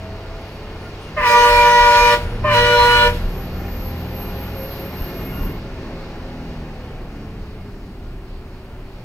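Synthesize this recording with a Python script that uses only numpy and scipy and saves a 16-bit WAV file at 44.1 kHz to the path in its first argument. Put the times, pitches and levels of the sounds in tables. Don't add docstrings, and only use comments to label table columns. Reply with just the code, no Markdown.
import sys
import numpy as np
from scipy import signal
from scipy.fft import rfft, irfft, next_fast_len
from scipy.io import wavfile
from scipy.ndimage import uniform_filter1d

SR = 44100
rng = np.random.default_rng(int(sys.argv[2]) if len(sys.argv) > 2 else 0)


def log_audio(samples):
    frames = np.atleast_2d(samples).T
    limited = np.clip(frames, -1, 1)
    pcm = np.round(limited * 32767).astype(np.int16)
    wavfile.write(sys.argv[1], SR, pcm)


N = 398663
TIME_S = np.arange(N) / SR


def undb(db):
    return 10 ** (np.asarray(db) / 20)


def read(table):
    times, *columns = np.transpose(table)
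    return [np.interp(TIME_S, times, column) for column in columns]


def walk(rate, size=N):
    count = int(size / SR * rate) + 2
    fine = signal.resample(rng.standard_normal(count), 8 * count)
    return np.interp(np.arange(size) * rate / SR, np.arange(len(fine)) / 8, fine)


def colour(table, hz):
    pitches, levels = np.transpose(table)
    return np.interp(np.log(hz), np.log(pitches), levels)


# pitch_hz, side_db
PORTS = [(60, -34), (110, -31), (200, -21), (380, -21), (700, -15.5), (1290, -11.5), (2380, 1), (4400, 1.5),
         (8120, -8.5), (15000, -12)]
def noise(lo_hz, hi_hz, table, flicker_db, rate, parts, side_db=0, length=N):
    size = next_fast_len(length)
    hz = np.maximum(np.arange(size // 2 + 1) * SR / size, 1)
    mid, side = rfft(rng.standard_normal((2, size))) * undb(colour(table, hz))
    lead = 0.72 / (1 + (hz / 2500) ** 2)
    side = 1j * lead * mid + np.sqrt(1 - lead ** 2) * side
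    pair = np.array([mid, side * undb(colour(PORTS, hz) + side_db)])
    step = np.log(hi_hz / lo_hz) / parts
    out = 0
    for k in range(parts):
        place = np.clip((np.log(hz / lo_hz) / step - k - .5), -1, 1)
        band = irfft(pair * np.cos(place * np.pi / 2) ** 2, size)[:, :length]
        out = out + undb(flicker_db * walk(rate, length)) * band
    return np.array([out[0] + out[1], out[0] - out[1]]) / np.std(out[0])


# pitch_hz, level_db
CAB_TONE = [(11, -30), (18, -12.5), (33, 2), (54, -15.5), (81, -2.5), (111, -6.5), (245, -10.5), (290, -13),
            (374, -11.5), (679, -13), (1040, -17.5), (3520, -30.5), (4540, -28.5), (7350, -43),
            (15800, -49)]
# time_s, air_db, roar_db
RUMBLE = [(0, -37, -35), (1.1, -36, -32), (1.8, -35, -37), (2.4, -30, -27), (2.7, -32, -31),
          (3.1, -25, -28), (3.7, -26, -29), (4.7, -49, -28.5), (5.3, -36, -24), (5.5, -33, -21.5),
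          (5.6, -36, -27.5), (6.5, -32, -32.5), (7.5, -29.5, -30.5), (9.04, -34, -37)]
# peak_s, peak_db, width_s
BUFFETS = [(1.182, -21.5, 0.057), (1.412, -23, 0.047), (1.577, -19, 0.12), (1.83, -25, 0.091),
           (2.01, -18, .07), (2.253, -21, 0.14), (2.427, -19.5, 0.086), (2.64, -20, 0.087),
           (2.82, -19, 0.074), (3.135, -14, 0.082), (3.28, -13.5, 0.056), (3.58, -20.5, .08),
           (3.86, -29, 0.073), (4.25, -27, .12), (5.023, -20.5, .06), (5.243, -20, 0.07),
           (5.437, -20, 0.09), (5.74, -37, .08), (5.96, -33, .1)]
def rumble():
    air_db, roar_db = read(RUMBLE)
    swells = [undb(db) * np.exp(-2 * ((TIME_S - peak) / width) ** 2) for peak, db, width in BUFFETS]
    air_gain = np.sqrt(undb(air_db) ** 2 + sum(swell ** 2 for swell in swells))
    air = air_gain * undb(-2.5) * noise(15, 76, CAB_TONE, 1, 8.6, 2)
    return air + undb(roar_db - 5) * noise(58, 434, CAB_TONE, 0.69, 8.7, 5)


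# time_s, middle_db, treble_db
CLATTER = [(0, -40, -52), (1.1, -40, -49), (2.35, -37, -50), (3.4, -38.5, -49.5), (4.45, -37.5, -48),
           (5.44, -36.5, -48.5), (5.62, -41.5, -52), (5.8, -39, -51.5), (6.32, -40.5, -52),
           (7.1, -43, -55.5), (7.9, -47.5, -58.5), (9.04, -46.5, -58.5)]
# pitch_hz, level_db
HISS_TONE = [(7000, 0.98), (10000, -2), (13000, 0.18), (16000, .5)]
def road():
    middle_db, treble_db = read(CLATTER)
    middle = undb(middle_db + 1.47) * noise(330, 3010, CAB_TONE, 0.37, 10, 5)
    treble = undb(treble_db - .3) * noise(2500, 7500, CAB_TONE, 1.2, 10, 3)
    hiss_db = -62.5 + 0.22 * (treble_db + 53.5)
    return middle + treble + undb(hiss_db) * noise(6000, 21600, HISS_TONE, 0.28, 17, 2)


# multiple, pulling_db, coasting_db
ENGINE_TONES = [(1, -4, 6), (2, 3, -2), (3, 0, 1), (4, 0, -5.5), (5, -3.5, -7.5), (6, 2.5, 2.5),
                (7, -4, -3.5), (8, -11, 6.5), (9, 0, -19), (10, -13, -6), (11, -9.5, -4.5), (12, -6, 2.5),
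                (13, -11.5, -8), (14, -13, -10), (16, -15.5, -8.5), (18, -10, -7.5), (20, -11.5, -9.5),
                (24, -36, -24)]
# pitch_hz, width_hz, boost_db
CAB_RESONANCES = [(35, 7.1, 2), (81.7, 4.5, 9.5), (94.6, 3.5, 10), (111.9, 5.8, 11), (129.4, 45, -5.5),
                  (185.4, 7.2, 6), (214.3, 5, 5), (240.8, 6.7, 6), (286, 5.8, 6.5), (412, 28, 4.5),
                  (418, 13, 3)]
def engine_hum(cycle_hz, phase, load_db, coasting):
    grid_hz = np.arange(1., 600.)
    boost_db = sum(db / (1 + (2 * (grid_hz - hz) / width) ** 2) for hz, width, db in CAB_RESONANCES)
    out = 0
    for k, pull_db, coast_db in ENGINE_TONES:
        db = load_db + pull_db + coasting * (coast_db - pull_db)
        db += np.interp(k * cycle_hz, grid_hz, boost_db)
        out += undb(db + 3.17 * walk(4.5)) * np.sin(k * phase + 2 * np.pi * rng.random())
    return out


# pitch_hz, width_hz, level_db
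CASING_RINGS = [(1079, 13, 5.5), (1411, 13, 10.5), (1783, 36, 2.5), (2155, 11, 8), (2432, 25, 4.5),
                (2800, 16, 4.5), (4250, 48, -19), (5330, 160, -12)]
def casing_clatter(phase, coasting):
    since_firing = 6 * phase / (2 * np.pi) % 1
    knocks = rng.standard_normal((2, N)) * (.3 + np.exp(-since_firing / .25))
    rings = sum(undb(db + 3.4 * walk(6)) * signal.lfilter(*signal.iirpeak(hz, hz / width, SR), knocks)
                for hz, width, db in CASING_RINGS)
    rings[1] = 0.69 * rings[0] + 0.74 * rings[1]
    return undb(read(CLATTER)[0] - 8.5 - 5.4 * coasting) * rings / np.std(rings)


# time_s, cycle_hz
ENGINE_SPEED = [(0.0, 16.14), (2.5, 18.62), (5.0, 21.26), (5.45, 21.55), (5.9, 20.9), (6.4, 20.55),
                (6.75, 19.52), (7.75, 15.65), (8.1, 14.75), (9.04, 14.7)]
# time_s, load_db, timing_gear_db, gearbox_db
ENGINE_LOAD = [(0, -43.5, -43, -52), (.45, -46, -43, -42), (.8, -44.5, -80, -46.5), (2, -42, -53, -36),
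               (2.6, -37.5, -59, -51), (3.7, -38, -48.5, -46.5), (4.5, -39.5, -44, -40.5),
               (5.1, -45.5, -53, -44.5), (5.42, -38.5, -62, -60), (5.7, -43, -57, -46.5),
               (6.6, -46, -53, -49), (7.7, -50.5, -64, -50.5), (9.04, -49, -59, -49)]
GEAR_MULTIPLES, LIFT_OFF_S = (40, 25.85), 5.55
def engine():
    cycle_hz = read(ENGINE_SPEED)[0]
    load_db, *gear_dbs = read(ENGINE_LOAD)
    coasting = np.clip((TIME_S - LIFT_OFF_S) / 0.34, 0, 1)
    phase = 2 * np.pi * np.cumsum(cycle_hz * (1 + 0.0009 * walk(6))) / SR
    whine = sum(undb(db + 3.8 * walk(9)) * np.sin(k * phase + 0.9 * walk(13))
                for k, db in zip(GEAR_MULTIPLES, gear_dbs))
    mid = whine + engine_hum(cycle_hz, phase, load_db, coasting)
    slope = np.gradient(mid)
    side = undb(-32) * slope * np.std(mid) / np.std(slope)
    return np.sqrt(2) * np.array([mid + side, mid - side]) + casing_clatter(phase, coasting)


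# start_s, length_s, pitch_hz, level_db
HIGH_CHIRPS = [(0.384, 0.23, 11400, -60), (.75, .2, 10100, -64), (0.99, .12, 10200, -61),
               (0.994, 0.077, 8550, -59)]
def high_chirps():
    out = np.zeros(N)
    for start, length, hz, db in HIGH_CHIRPS:
        swell = np.sin(np.pi * np.clip((TIME_S - start) / length, 0, 1))
        gain = undb(db + 3.2 * walk(61.6)) * swell
        out += gain * np.sin(2 * np.pi * np.cumsum(hz + 400 * walk(600)) / SR)
    return out


def horn_tone(phase, hz, wobble_db, rate):
    size = len(phase)
    mid = undb(wobble_db * walk(rate, size)) * np.sin(phase)
    side_phase = phase + np.pi / 2 + min(hz / 2500, 1.2) * walk(rate, size)
    side = undb(colour(PORTS, hz) + 2.5 + 3.4 * walk(rate, size)) * np.sin(side_phase)
    return np.sqrt(2) * np.array([mid + side, mid - side])


def trumpet(hz, sharp, unsettled, loud_dbs, middle, upper, blast, build_db, stop_db, flutter_hz):
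    size = len(sharp)
    pitch_hz = hz * (1 + sharp) + (flutter_hz + 11 * unsettled) * walk(90, size)
    phase = 2 * np.pi * np.cumsum(pitch_hz) / SR
    # multiple, level_db, wobble_db, wobbles_per_s
    tones = [(k, db + 3 * unsettled * walk(76, size), 1.1, 29.86) for k, db in enumerate(loud_dbs, 1)]
    for k, start_db, *dbs in middle:
        tones.append((k, dbs[blast] + unsettled * (start_db - dbs[blast]), 4, 21.8))
    for k, *dbs in upper:
        pressure_db = min(k * hz / 5100, 1.3) * build_db
        tones.append((k, dbs[blast] - 45.5 + pressure_db - 4 * unsettled, 4.2, 10.5))
    out = 0
    for k, db, wobble_db, rate in tones:
        fade_db = stop_db * (k * hz / 1000) ** 0.26
        out += undb(db + fade_db) * horn_tone(k * phase, k * hz, wobble_db, rate)
    return out * np.clip(np.arange(size) / (.02 * SR), 0, 1) ** 2


# pitch_hz, level_db
RUSH_TONE = [(200, 1), (700, -2.5), (1500, 10.5), (2500, 7), (4000, 1.5), (7000, -8), (10000, -11),
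             (15500, -12)]
def air_rush(t, build_db, stop_db):
    size = len(t)
    gain = undb(-25 + build_db + 0.62 * stop_db + 0.81 * walk(7.63, size)) * np.clip(t / .01, 0, 1)
    rush = noise(153, 18000, RUSH_TONE, 1.6, 34.8, parts=10, side_db=2, length=size)
    rasp = noise(770, 3100, RUSH_TONE, 2.8, 50, parts=8, length=size)
    opening = np.sin(np.pi * np.clip(t / 0.21, 0, 1))
    return gain * rush + undb(-24.5) * opening * rasp


# open_s, shut_s, catch_after_s
BLASTS = [(1.158, 2.14, .104), (2.43, 3.075, .12)]
# time_s, low_1_db, low_2_db, low_3_db, high_1_db
LOUD_TONES = [
    [(1.175, -43, -28.5, -51, -18), (1.269, -30, -12, -24, -44), (1.305, -26, -16, -28, -21),
     (1.355, -20, -8.5, -23, -20.5), (1.445, -18.5, -10.5, -20, -27), (1.499, -17.5, -13, -22, -18.5),
     (1.569, -20.5, -11, -24.5, -21), (1.961, -23.5, -9, -18.5, -20), (2.049, -20.5, -12.5, -26, -27),
     (2.081, -20, -13, -22.5, -23), (2.13, -19, -14.5, -22.5, -17.5)],
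    [(2.45, -46, -26, -48, -20), (2.528, -36, -20.5, -24, -16), (2.574, -19, -12, -22.5, -20.5),
     (2.65, -18, -20, -23.5, -22.5), (2.75, -16.5, -16, -15, -17.5), (2.802, -20, -11, -29, -27),
     (2.834, -18, -11, -19.5, -23), (2.898, -19.5, -13.5, -16.5, -48), (2.974, -22, -15.5, -18.5, -26),
     (3.028, -28, -14.5, -15, -22), (3.065, -16, -16, -21.5, -19)],
]
# multiple, start_db, first_blast_db, second_blast_db
HIGH_MIDDLE_TONES = [(2, -28, -27.5, -30.5), (3, -28, -30.5, -29.5)]
# multiple, first_blast_db, second_blast_db
LOW_UPPER_TONES = [(4, 19, 14.5), (5, 15.5, 8), (6, 3, 9), (7, -3, 6.5), (8, 2, 4.5), (9, 2.5, -7),
                   (10, -1, -9), (11, 1, -13), (12, -6, 2), (13, 2.5, -2), (14, 0.5, -9), (15, -11.5, -24),
                   (16, -13, -8), (17, -11, -20), (19, -7, -25), (20, -23, -22), (21, -16, -23),
                   (22, -8.5, -4), (23, -11, -15), (24, -20, -12), (25, -15, -13)]
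HIGH_UPPER_TONES = [(4, 15.5, 13.5), (5, 8, 14.5), (6, -8, -11), (7, -1, 9), (8, -1, -4), (9, 6.5, -3),
                    (10, -2.5, -16), (11, -9, -20), (13, -12, -19), (15, -21, -15)]
LOW_HZ, HIGH_HZ = 481.7, 590
def horn():
    out = np.zeros((2, N))
    for blast, (opens, shuts, catches) in enumerate(BLASTS):
        start, size = int(opens * SR), int((shuts - opens + .3) * SR)
        t = np.arange(size) / SR
        build_db = -26 * np.clip(1 - t / .12, 0, 1)
        since_shut = np.maximum(t - (shuts - opens), 0)
        stop_db = np.maximum(-380 * since_shut, -9.5 - 150 * since_shut)
        loud_dbs = np.array(read(LOUD_TONES[blast]))[:, start:start + size]
        loose = np.clip((catches - t) / 0.0248, 0, 1)
        sharp = loose * (.09 - .045 * t / catches)
        low = trumpet(LOW_HZ, sharp, loose, loud_dbs[:3], [], LOW_UPPER_TONES,
                      blast, build_db, stop_db, flutter_hz=0.7)
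        settling = np.exp(-t / .03)
        high = trumpet(HIGH_HZ, .055 * settling, settling, loud_dbs[3:], HIGH_MIDDLE_TONES,
                       HIGH_UPPER_TONES, blast, build_db, stop_db, flutter_hz=1)
        fade = np.clip((t[-1] - t) / .05, 0, 1)
        out[:, start:start + size] += fade * (low + high + air_rush(t, build_db, stop_db))
    return out


# time_s, pitch_hz, level_db
TURBO = [(2.1, 10790, -80), (2.22, 10885, -60), (2.42, 11040, -64), (3.15, 11650, -51), (4.0, 12291, -48),
         (4.16, 12394, -44), (4.85, 12746, -46), (5.42, 12929, -44), (5.52, 12256, -45), (5.6, 11926, -65)]
def turbo():
    breath = signal.sosfilt(signal.butter(3, 450, fs=SR, output="sos"), rng.standard_normal((2, N)))
    hz, db = read(TURBO)
    spinning = uniform_filter1d(1. * ((TIME_S > TURBO[0][0]) & (TIME_S < TURBO[-1][0])), size=400)
    phase = 2 * np.pi * np.cumsum(hz + 12 * walk(40)) / SR
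    air = (breath[0] * np.sin(phase) + breath[1] * np.cos(phase)) / np.std(breath)
    gain = spinning * undb(db + 3 * walk(14))
    whistle = undb(1.5 + 3 * walk(30)) * np.sin(phase)
    return gain * (whistle + undb(-4.5) * air)


# start_s, level_db, pitch_hz
JOLTS = [(3.239, -16, 40), (5.005, -18, 190), (5.008, -15, 30), (5.195, -18, 45), (5.235, -14, 40),
         (5.258, -18, 260), (5.272, -17, 55), (5.383, -15, 130), (5.397, -16, 50), (5.422, -17, 90),
         (5.442, -16, 60), (5.465, -15, 200), (5.495, -15, 220)]
def jolts():
    out, t = np.zeros(N), np.arange(SR // 4) / SR
    for start_s, db, hz in JOLTS:
        start = int(start_s * SR)
        out[start:start + len(t)] -= undb(db) * np.sin(2 * np.pi * hz * t) * np.exp(-2 * hz * t)
    return out


def scene():
    return engine() + rumble() + road() + turbo() + horn() + jolts() + high_chirps()


def record(dry):
    bent = np.tanh(0.73 * dry) / 0.79 + 0.071 * dry ** 2
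    bent = signal.sosfilt(signal.butter(1, 12, "high", fs=SR, output="sos"), bent)
    return signal.sosfilt(signal.ellip(12, .3, 80, 15760, fs=SR, output="sos"), bent)


dry = scene()
out = record(dry)
log_audio(out)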